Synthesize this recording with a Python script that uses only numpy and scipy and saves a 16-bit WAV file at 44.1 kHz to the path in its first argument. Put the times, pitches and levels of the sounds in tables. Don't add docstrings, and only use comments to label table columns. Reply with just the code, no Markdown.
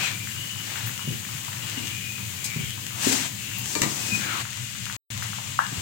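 import sys
import numpy as np
from scipy import signal
from scipy.fft import rfft, irfft, next_fast_len
from scipy.io import wavfile
from scipy.ndimage import map_coordinates

SR = 44100
rng = np.random.default_rng(int(sys.argv[2]) if len(sys.argv) > 2 else 0)


def unload_audio(sound):
    columns = np.transpose(np.atleast_2d(sound))
    steps = np.round(np.clip(columns, -1, 1) * 32767)
    wavfile.write(sys.argv[1], SR, steps.astype(np.int16))


N = 256386
TIME = np.arange(N) / SR


def amp(db):
    return 10 ** (np.asarray(db) / 20)


def unit(x):
    return x / np.sqrt(np.mean(x ** 2) + 1e-20)


def along(points, hz):
    pitches, values = np.transpose(points)
    return np.interp(np.log(hz + 1), np.log(pitches + 1), values)


def wobble(per_s):
    return map_coordinates(rng.standard_normal(2048), [TIME * per_s], mode="wrap")


def filtered(x, response):
    size = next_fast_len(N + 8192)
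    return irfft(rfft(x, size) * response(np.fft.rfftfreq(size, 1 / SR)), size)[..., :N]


def coloured(x, spectrum):
    return unit(filtered(x, lambda hz: amp(along(spectrum, hz))))


def cut_lows(x, hz):
    return signal.sosfilt(signal.butter(2, hz, "highpass", fs=SR, output="sos"), x)


def add(track, start_s, sound):
    start = max(round(start_s * SR), 0)
    part = track[..., start:start + sound.shape[-1]]
    part += sound[..., :part.shape[-1]]


def stereo(x, lag_s=0.00062):
    return np.array([np.roll(x, round(lag_s * SR)), x])


def spread(direct, share):
    return np.sqrt(share) * stereo(unit(direct)) + np.sqrt(1 - share) * rng.standard_normal((2, N))


def crackle(per_s, scatter_db):
    size = amp(scatter_db * np.clip(rng.standard_normal(N), -2, 2))
    return size * np.sign(rng.standard_normal(N)) * (rng.random(N) < per_s / SR)


def pitched_noise(hz, width_hz, count):
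    pole = np.exp(-2 * np.pi * width_hz / SR)
    noise = rng.standard_normal((2, count)) + 1j * rng.standard_normal((2, count))
    slow_noise = signal.lfilter([1], [1, -2 * pole, pole ** 2], noise)
    phase = 2 * np.pi * np.cumsum(hz * np.ones(count)) / SR
    return unit(np.real(slow_noise * np.exp(1j * phase)))


def ring(hz, fade_s, attack_s, bend):
    t = np.arange(SR // 6) / SR
    pitch = hz * (1 + bend * (1 - np.exp(-2 * t / fade_s)))
    envelope = amp(-60 * t / fade_s) * (1 - np.exp(-t / attack_s)) ** 2
    tone = envelope * np.sin(2 * np.pi * np.cumsum(pitch) / SR)
    return tone / np.abs(tone).max()


# pitch_hz, fade_s
KITCHEN_ECHO = [(150, 0.33), (1500, 0.3), (10000, 0.085)]
def in_kitchen(sound, echo_db, gap_s=0.006):
    hz, t, noise = signal.stft(rng.standard_normal((2, SR // 3)), SR, nperseg=256)
    fade = amp(-60 * t / along(KITCHEN_ECHO, hz)[:, None])
    tail = signal.istft(noise * fade, SR, nperseg=256)[1]
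    tail /= np.linalg.norm(tail[0])
    out = np.zeros((2, SR))
    add(out, 0, stereo(sound))
    add(out, gap_s, amp(echo_db) * signal.fftconvolve(sound[None], tail, axes=1))
    return out


# pitch_hz, width_hz, level_db
POT_NOTES = [(317, 16, 0), (426, 3.6, -4), (717, 30, -6), (913, 192, 4.5), (1210, 24, -4.5),
             (1580, 17, -17), (1800, 9.1, -22), (2474, 18, -29), (2842, 56, -3), (3250, 16, -12),
             (4700, 10, -18.5), (6120, 34, -8.5), (7520, 150, -4), (8300, 30, -11.5)]
def in_pot(x, echo_db=-22):
    def ringing(f):
        return 1 + sum(amp(db) * 1j * f * width / (hz * hz - f * f + 1j * f * width)
                       for hz, width, db in POT_NOTES)
    echoes = np.zeros((2, SR // 50))
    for side in echoes:
        side[rng.integers(SR // 500, len(side), size=12)] = amp(echo_db) * rng.choice([-1, 1], size=12)
    echoes[:, 0] = 1
    return signal.fftconvolve(filtered(x, ringing), echoes, axes=1)[:, :N]


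def before_cut(cut_s=4.41, fade_s=0.027):
    return np.clip(1 - (TIME - cut_s) / fade_s, 0, 1)


# pitch_hz, level_db
FLAME_TONE = [(15, -60.5), (25, -29), (38, -25.5), (65, -39), (83, -9.5), (108, 4.5), (171, -7.5),
              (205, -3), (233, -26.5), (264, -15), (390, -31), (592, -26.5), (700, -37), (910, -59),
              (1540, -120)]
# pitch_hz, width_hz, level_db
BURNER_NOTES = [(112.5, 17.2, -47), (260, 30, -61)]
def flame(roar_db=-41):
    roar = amp(roar_db) * coloured(spread(rng.standard_normal(N), share=0.74), FLAME_TONE)
    boom = sum(amp(db) * stereo(pitched_noise(hz, width, N)[0]) for hz, width, db in BURNER_NOTES)
    return (roar + boom) * amp(1.6 * wobble(per_s=14))


def seethe(level_db=-57, clump_db=4):
    # pitch_hz, level_db
    tone = [(300, -26), (550, -4.5), (830, -5.5), (1150, 0.5), (1700, -9.5), (4000, -35)]
    blips = coloured(spread(crackle(per_s=430, scatter_db=4), share=0.38), tone)
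    return amp(level_db) * unit(blips * amp(clump_db * wobble(per_s=7.3)))


# pitch_hz, level_db
HISS_TONE = [(200, -37), (450, -14.5), (600, -20.5), (750, -17), (950, -23), (1400, -8), (2050, -2.5),
             (2900, -0.5), (4000, -3.5), (5400, -6.5), (6700, -3), (7900, -4.5), (9400, -9.5), (13400, -14),
             (15300, -12)]
FIZZ_TONE = [(5000, -31.5), (9000, -1), (11000, 3), (13400, -2), (14400, 6), (15000, 8), (16000, 0)]
def sizzle(hiss_db=-38, after_cut_rise_db=0.45, fizz_db=-44.5, tick_db=-51):
    hiss = coloured(spread(crackle(per_s=4000, scatter_db=4), share=0.15), HISS_TONE)
    hiss *= amp(hiss_db + after_cut_rise_db * (1 - before_cut()))
    fizz = coloured(spread(crackle(per_s=2000, scatter_db=7), share=0.16), FIZZ_TONE)
    fizz *= amp(fizz_db) * before_cut()
    ticks = amp(tick_db) * stereo(coloured(crackle(per_s=25, scatter_db=7.5), HISS_TONE))
    flutter = amp(0.6 * wobble(per_s=14))
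    return (hiss + fizz) * flutter + ticks


# start_s, length_s, first_hz, last_hz, breath_db, whistle_db
STEAM_GAPS = [(0, 0.085, 2590, 2506, -34, -48), (0, 0.28, 2360, 2374, -46, -44),
              (0.29, 0.35, 2880, 3016, -46, -43.5), (0.973, 0.21, 2910, 2970, -48.5, -44.5),
              (1.58, 0.53, 2850, 2905, -46, -48.5), (1.803, 0.5, 2384, 2537, -48, -44),
              (2.376, 0.32, 2360, 2305, -42.5, -47), (2.598, 0.16, 3160, 3150, -42, -49.5),
              (3.38, 0.31, 2590, 2826, -43.5, -52), (3.967, 0.26, 2580, 2457, -49, -40.5),
              (4.111, 0.08, 2514, 2456, -47, -35), (4.164, 0.22, 2400, 2210, -40.5, -58),
              (4.184, 0.24, 1687, 1184, -37.5, -52)]
def steam_whistles(breath_width_hz=220, whistle_width_hz=35):
    out = np.zeros((2, N))
    for start_s, length_s, first_hz, last_hz, breath_db, whistle_db in STEAM_GAPS:
        progress = np.linspace(0, 1, round(length_s * SR))
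        hz = first_hz + (last_hz - first_hz) * progress
        whistle = amp(whistle_db) * pitched_noise(hz, whistle_width_hz, len(hz))
        breath = amp(breath_db) * pitched_noise(hz, breath_width_hz, len(hz))
        swell = np.sqrt(np.abs(np.sin(np.pi * progress)))
        add(out, start_s, swell * (whistle + breath))
    return out


# start_s, level_db, pitch_hz, fade_s
STEW_SPITS = [(0.862, -30, 14300, 0.099), (2.442, -27, 6700, 0.081), (3.584, -24, 14500, 0.018),
              (5.228, -28.5, 3800, 0.02)]
def spits():
    out, t = np.zeros((2, N)), np.arange(SR // 6) / SR
    freqs = np.fft.rfftfreq(len(t), 1 / SR) + 1
    for start_s, db, hz, fade_s in STEW_SPITS:
        width_octaves = 5000 / hz
        band = 1 / (1 + (np.log2(freqs / hz) / width_octaves) ** 2)
        puff = unit(irfft(rfft(rng.standard_normal(len(t))) * band, len(t)))
        add(out, start_s, amp(db) * in_kitchen(puff * amp(-60 * t / fade_s), echo_db=1))
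    return out


def pop(hz, rise_octaves=1.8):
    length_s = 0.0062 * rng.uniform(0.8, 1.25)
    progress = np.linspace(0, 1, round(length_s * SR))
    pitch = hz * 2 ** (rise_octaves * (progress - 0.5))
    swell = np.sin(np.pi * np.sqrt(progress)) ** 2
    chirp = swell * np.sin(2 * np.pi * np.cumsum(pitch) / SR)
    return in_kitchen(chirp, echo_db=-6, gap_s=0.004)


# start_s, level_db, pitch_hz
CLEAR_POPS = [(0.272, -29, 2410), (0.703, -31, 2680), (0.756, -29, 2160), (0.872, -32, 2190),
              (0.892, -32, 2320), (1.249, -31.5, 2380), (1.48, -34.5, 1320), (1.529, -30.5, 2430),
              (4.451, -32, 1680), (4.525, -36, 2550), (4.751, -36.5, 2040), (4.865, -32, 1850),
              (4.897, -29.5, 1970), (5.2231, -27, 1920), (5.331, -29.5, 1740), (5.383, -33.5, 1130)]
def bubbles(faint_count=60, faint_db=-39.5, faint_hz=2100):
    out = np.zeros((2, N))
    for start_s, db, hz in CLEAR_POPS:
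        add(out, start_s, amp(db) * pop(hz))
    for when, size, pitch in rng.standard_normal((faint_count, 3)):
        start_s = (when % 1) * N / SR
        add(out, start_s, amp(faint_db + 3.2 * size) * pop(faint_hz * np.exp(0.3 * pitch)))
    return out


# full_pressure_s, attack_s, hold_s, release_s, scrape_db, smear_db, grumble_db
PADDLE_STROKES = [(0, 0.03, 0.028, 0.088, -34.5, -30.5, -52), (0.723, 0.12, 0.12, 0.12, -44, -40.5, -56),
                  (1.676, 0.052, 0.094, 0.16, -42.5, -41, -52.5),
                  (3.062, 0.066, 0.051, 0.12, -27.5, -32, -41),
                  (3.227, 0.03, 0.022, 0.03, -35.5, -35, -50.5), (3.73, 0.12, 0.45, 0.089, -35, -49, -46),
                  (3.97, 0.066, 0.2, 0.1, -51, -42.5, -44.5), (4.3, 0.08, 0.12, 0.011, -41, -35, -46),
                  (5.747, 0.074, 0.04, 0.1, -43, -47, -46)]
def stroke_gains():
    power = np.zeros((3, N))
    for full_pressure_s, attack_s, hold_s, release_s, *levels_db in PADDLE_STROKES:
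        early = np.maximum(full_pressure_s - TIME, 0)
        late = np.maximum(TIME - full_pressure_s - hold_s, 0)
        pressure = np.exp(-(early / attack_s) ** 2 - (late / release_s) ** 2)
        power += np.outer(amp(levels_db), pressure) ** 2
    return np.sqrt(power)


# pitch_hz, level_db
SCRAPE_TONE = [(200, -24), (400, -13.5), (650, -13), (1050, -15), (1600, -10), (2100, -17), (3000, -12.5),
               (4900, -2.5), (6500, -1.5), (8200, -2), (9500, -9), (13400, -14), (15200, -12)]
SMEAR_TONE = [(200, -13), (600, 4), (1000, 0.5), (1600, 11), (2700, 11.5), (4000, 10.5), (8000, -15)]
def paddle_scrape():
    scrape_gain, smear_gain, _ = stroke_gains()
    wet_grains = crackle(per_s=990, scatter_db=3)
    dry_grains = crackle(per_s=2600, scatter_db=1)
    scrape = scrape_gain * coloured(spread(dry_grains, share=0.06), SCRAPE_TONE)
    smear = smear_gain * coloured(spread(wet_grains, share=0.053), SMEAR_TONE)
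    return (scrape + smear) * amp(0.96 * wobble(per_s=70))


# start_s, strength_db, pitch_hz, overtone_db
PADDLE_BUMPS = [(1.075, -16.5, 152, -4), (1.771, -24.5, 260, -13), (2.56, -17.5, 154, -5.5),
                (2.632, -22.5, 110, -24), (3.065, -12, 265.6, -4.5), (3.759, -25, 293, 1.5),
                (3.83, -22, 164, -10), (4.12, -19.5, 193, -33), (4.168, -27.5, 198, -10),
                (5.15, -29.5, 90, -24), (5.718, -28, 173, -4), (5.777, -20.5, 95, -19)]
def paddle_bumps(trim_db=-3.5, bend=-0.05):
    out = np.zeros((2, N))
    for start_s, db, hz, overtone_db in PADDLE_BUMPS:
        body = ring(hz, fade_s=0.065, attack_s=0.002, bend=bend)
        overtones = ring(hz * 1.48, fade_s=0.062, attack_s=0.0018, bend=bend)
        overtones += 0.65 * ring(hz * 2.13, fade_s=0.021, attack_s=0.0017, bend=bend)
        knock = body + amp(overtone_db) * overtones
        add(out, start_s, amp(db + trim_db) * in_kitchen(knock, echo_db=-5.5, gap_s=0.025))
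    return cut_lows(out, hz=80)


# start_s, strength_db
PADDLE_CATCHES = [(3.7517, -14), (3.8178, -7.5), (3.834, -14.5)]
# pitch_hz, level_db, fade_s
WALL_NOTES = [(970, -8, 0.043), (1196, -10.5, 0.075), (1840, -2.5, 0.039), (1990, -0.5, 0.023),
              (2353, -5, 0.073), (2730, -1.5, 0.025), (3864, -1, 0.046), (4380, -1.5, 0.032),
              (6450, -13.5, 0.054), (6620, -13, 0.06), (7800, -11, 0.088)]
# pitch_hz, level_db
CRACK_TONE = [(250, -6.5), (600, 8), (1100, 0.5), (2000, 2.5), (7000, 4), (15000, -5.5)]
def paddle_catches(crack_db=-8, crack_fade_s=0.019, ring_db=-6):
    out, t = np.zeros((2, N)), np.arange(SR // 5) / SR
    for start_s, db in PADDLE_CATCHES:
        wall = np.zeros(len(t))
        for hz, level_db, fade_s in WALL_NOTES:
            envelope = amp(level_db + rng.normal(0, 1.9) - 60 * t / fade_s)
            wall += envelope * np.sin(2 * np.pi * (hz * t + rng.random()))
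        crack = coloured(rng.standard_normal(N), CRACK_TONE)[:len(t)] * amp(-60 * t / crack_fade_s)
        slip = amp(ring_db) * wall / np.abs(wall).max() + amp(crack_db) * crack
        add(out, start_s, amp(db) * in_kitchen(slip, echo_db=-3.5))
    return out


# pitch_hz, level_db
GRUMBLE_TONE = [(45, -29), (70, -12), (110, 0.5), (180, 1.5), (320, -3.5), (480, -10), (650, -15),
                (1500, -41)]
def paddle_grumble(steady_db=-53, after_bump_db=-26.5, after_catch_db=-22, jolt_fade_s=0.5):
    judder = coloured(spread(crackle(per_s=150, scatter_db=2), share=0.81), GRUMBLE_TONE)
    jolts = [(s, db + after_bump_db) for s, db, *_ in PADDLE_BUMPS]
    jolts += [(s, db + after_catch_db) for s, db in PADDLE_CATCHES]
    jolt_power = sum((TIME > s) * amp(db - 60 * np.abs(TIME - s) / jolt_fade_s) ** 2 for s, db in jolts)
    *_, stroke_gain = stroke_gains()
    return np.sqrt(before_cut() * amp(steady_db) ** 2 + stroke_gain ** 2 + jolt_power) * judder


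# start_s, level_db, pitch_hz
BIG_BUBBLE = (5.5898, -6.5, 970)
def plop(low_cut_hz=700, crater_hz=1640, crater_db=-15):
    out = np.zeros((2, N))
    start_s, db, hz = BIG_BUBBLE
    burst = cut_lows(ring(hz, fade_s=0.0047, attack_s=0.00074, bend=0.64), low_cut_hz)
    add(out, start_s, amp(db) * in_kitchen(burst, echo_db=-12, gap_s=0.008))
    crater = ring(crater_hz, fade_s=0.018, attack_s=0.00041, bend=0.042)
    add(out, start_s + 0.003, amp(db + crater_db) * in_kitchen(crater, echo_db=3, gap_s=0.0077))
    return out


def scene():
    outside = flame() + paddle_bumps()
    inside = sizzle() + seethe() + paddle_scrape() + paddle_grumble() + paddle_catches()
    inside += steam_whistles() + bubbles() + plop() + spits()
    return outside + in_pot(inside)


# start_s, end_s
SILENCE = (4.966, 5.103)
# pitch_hz, difference_db
RIGHT_SHADE = [(110, 3.5), (400, 3.5), (700, 4.5), (1300, 6), (2400, 11.5), (5000, 7), (7000, 14),
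               (9500, 4.5), (14000, 8)]
def record(dry, top_hz=16000):
    sound_on = (TIME < SILENCE[0]) | (TIME > SILENCE[1])
    shaded = filtered(dry, lambda hz: amp(np.outer([0.5, -0.5], along(RIGHT_SHADE, hz))))
    return filtered(shaded * sound_on, lambda hz: hz < top_hz)


dry = scene()
out = record(dry)
unload_audio(out)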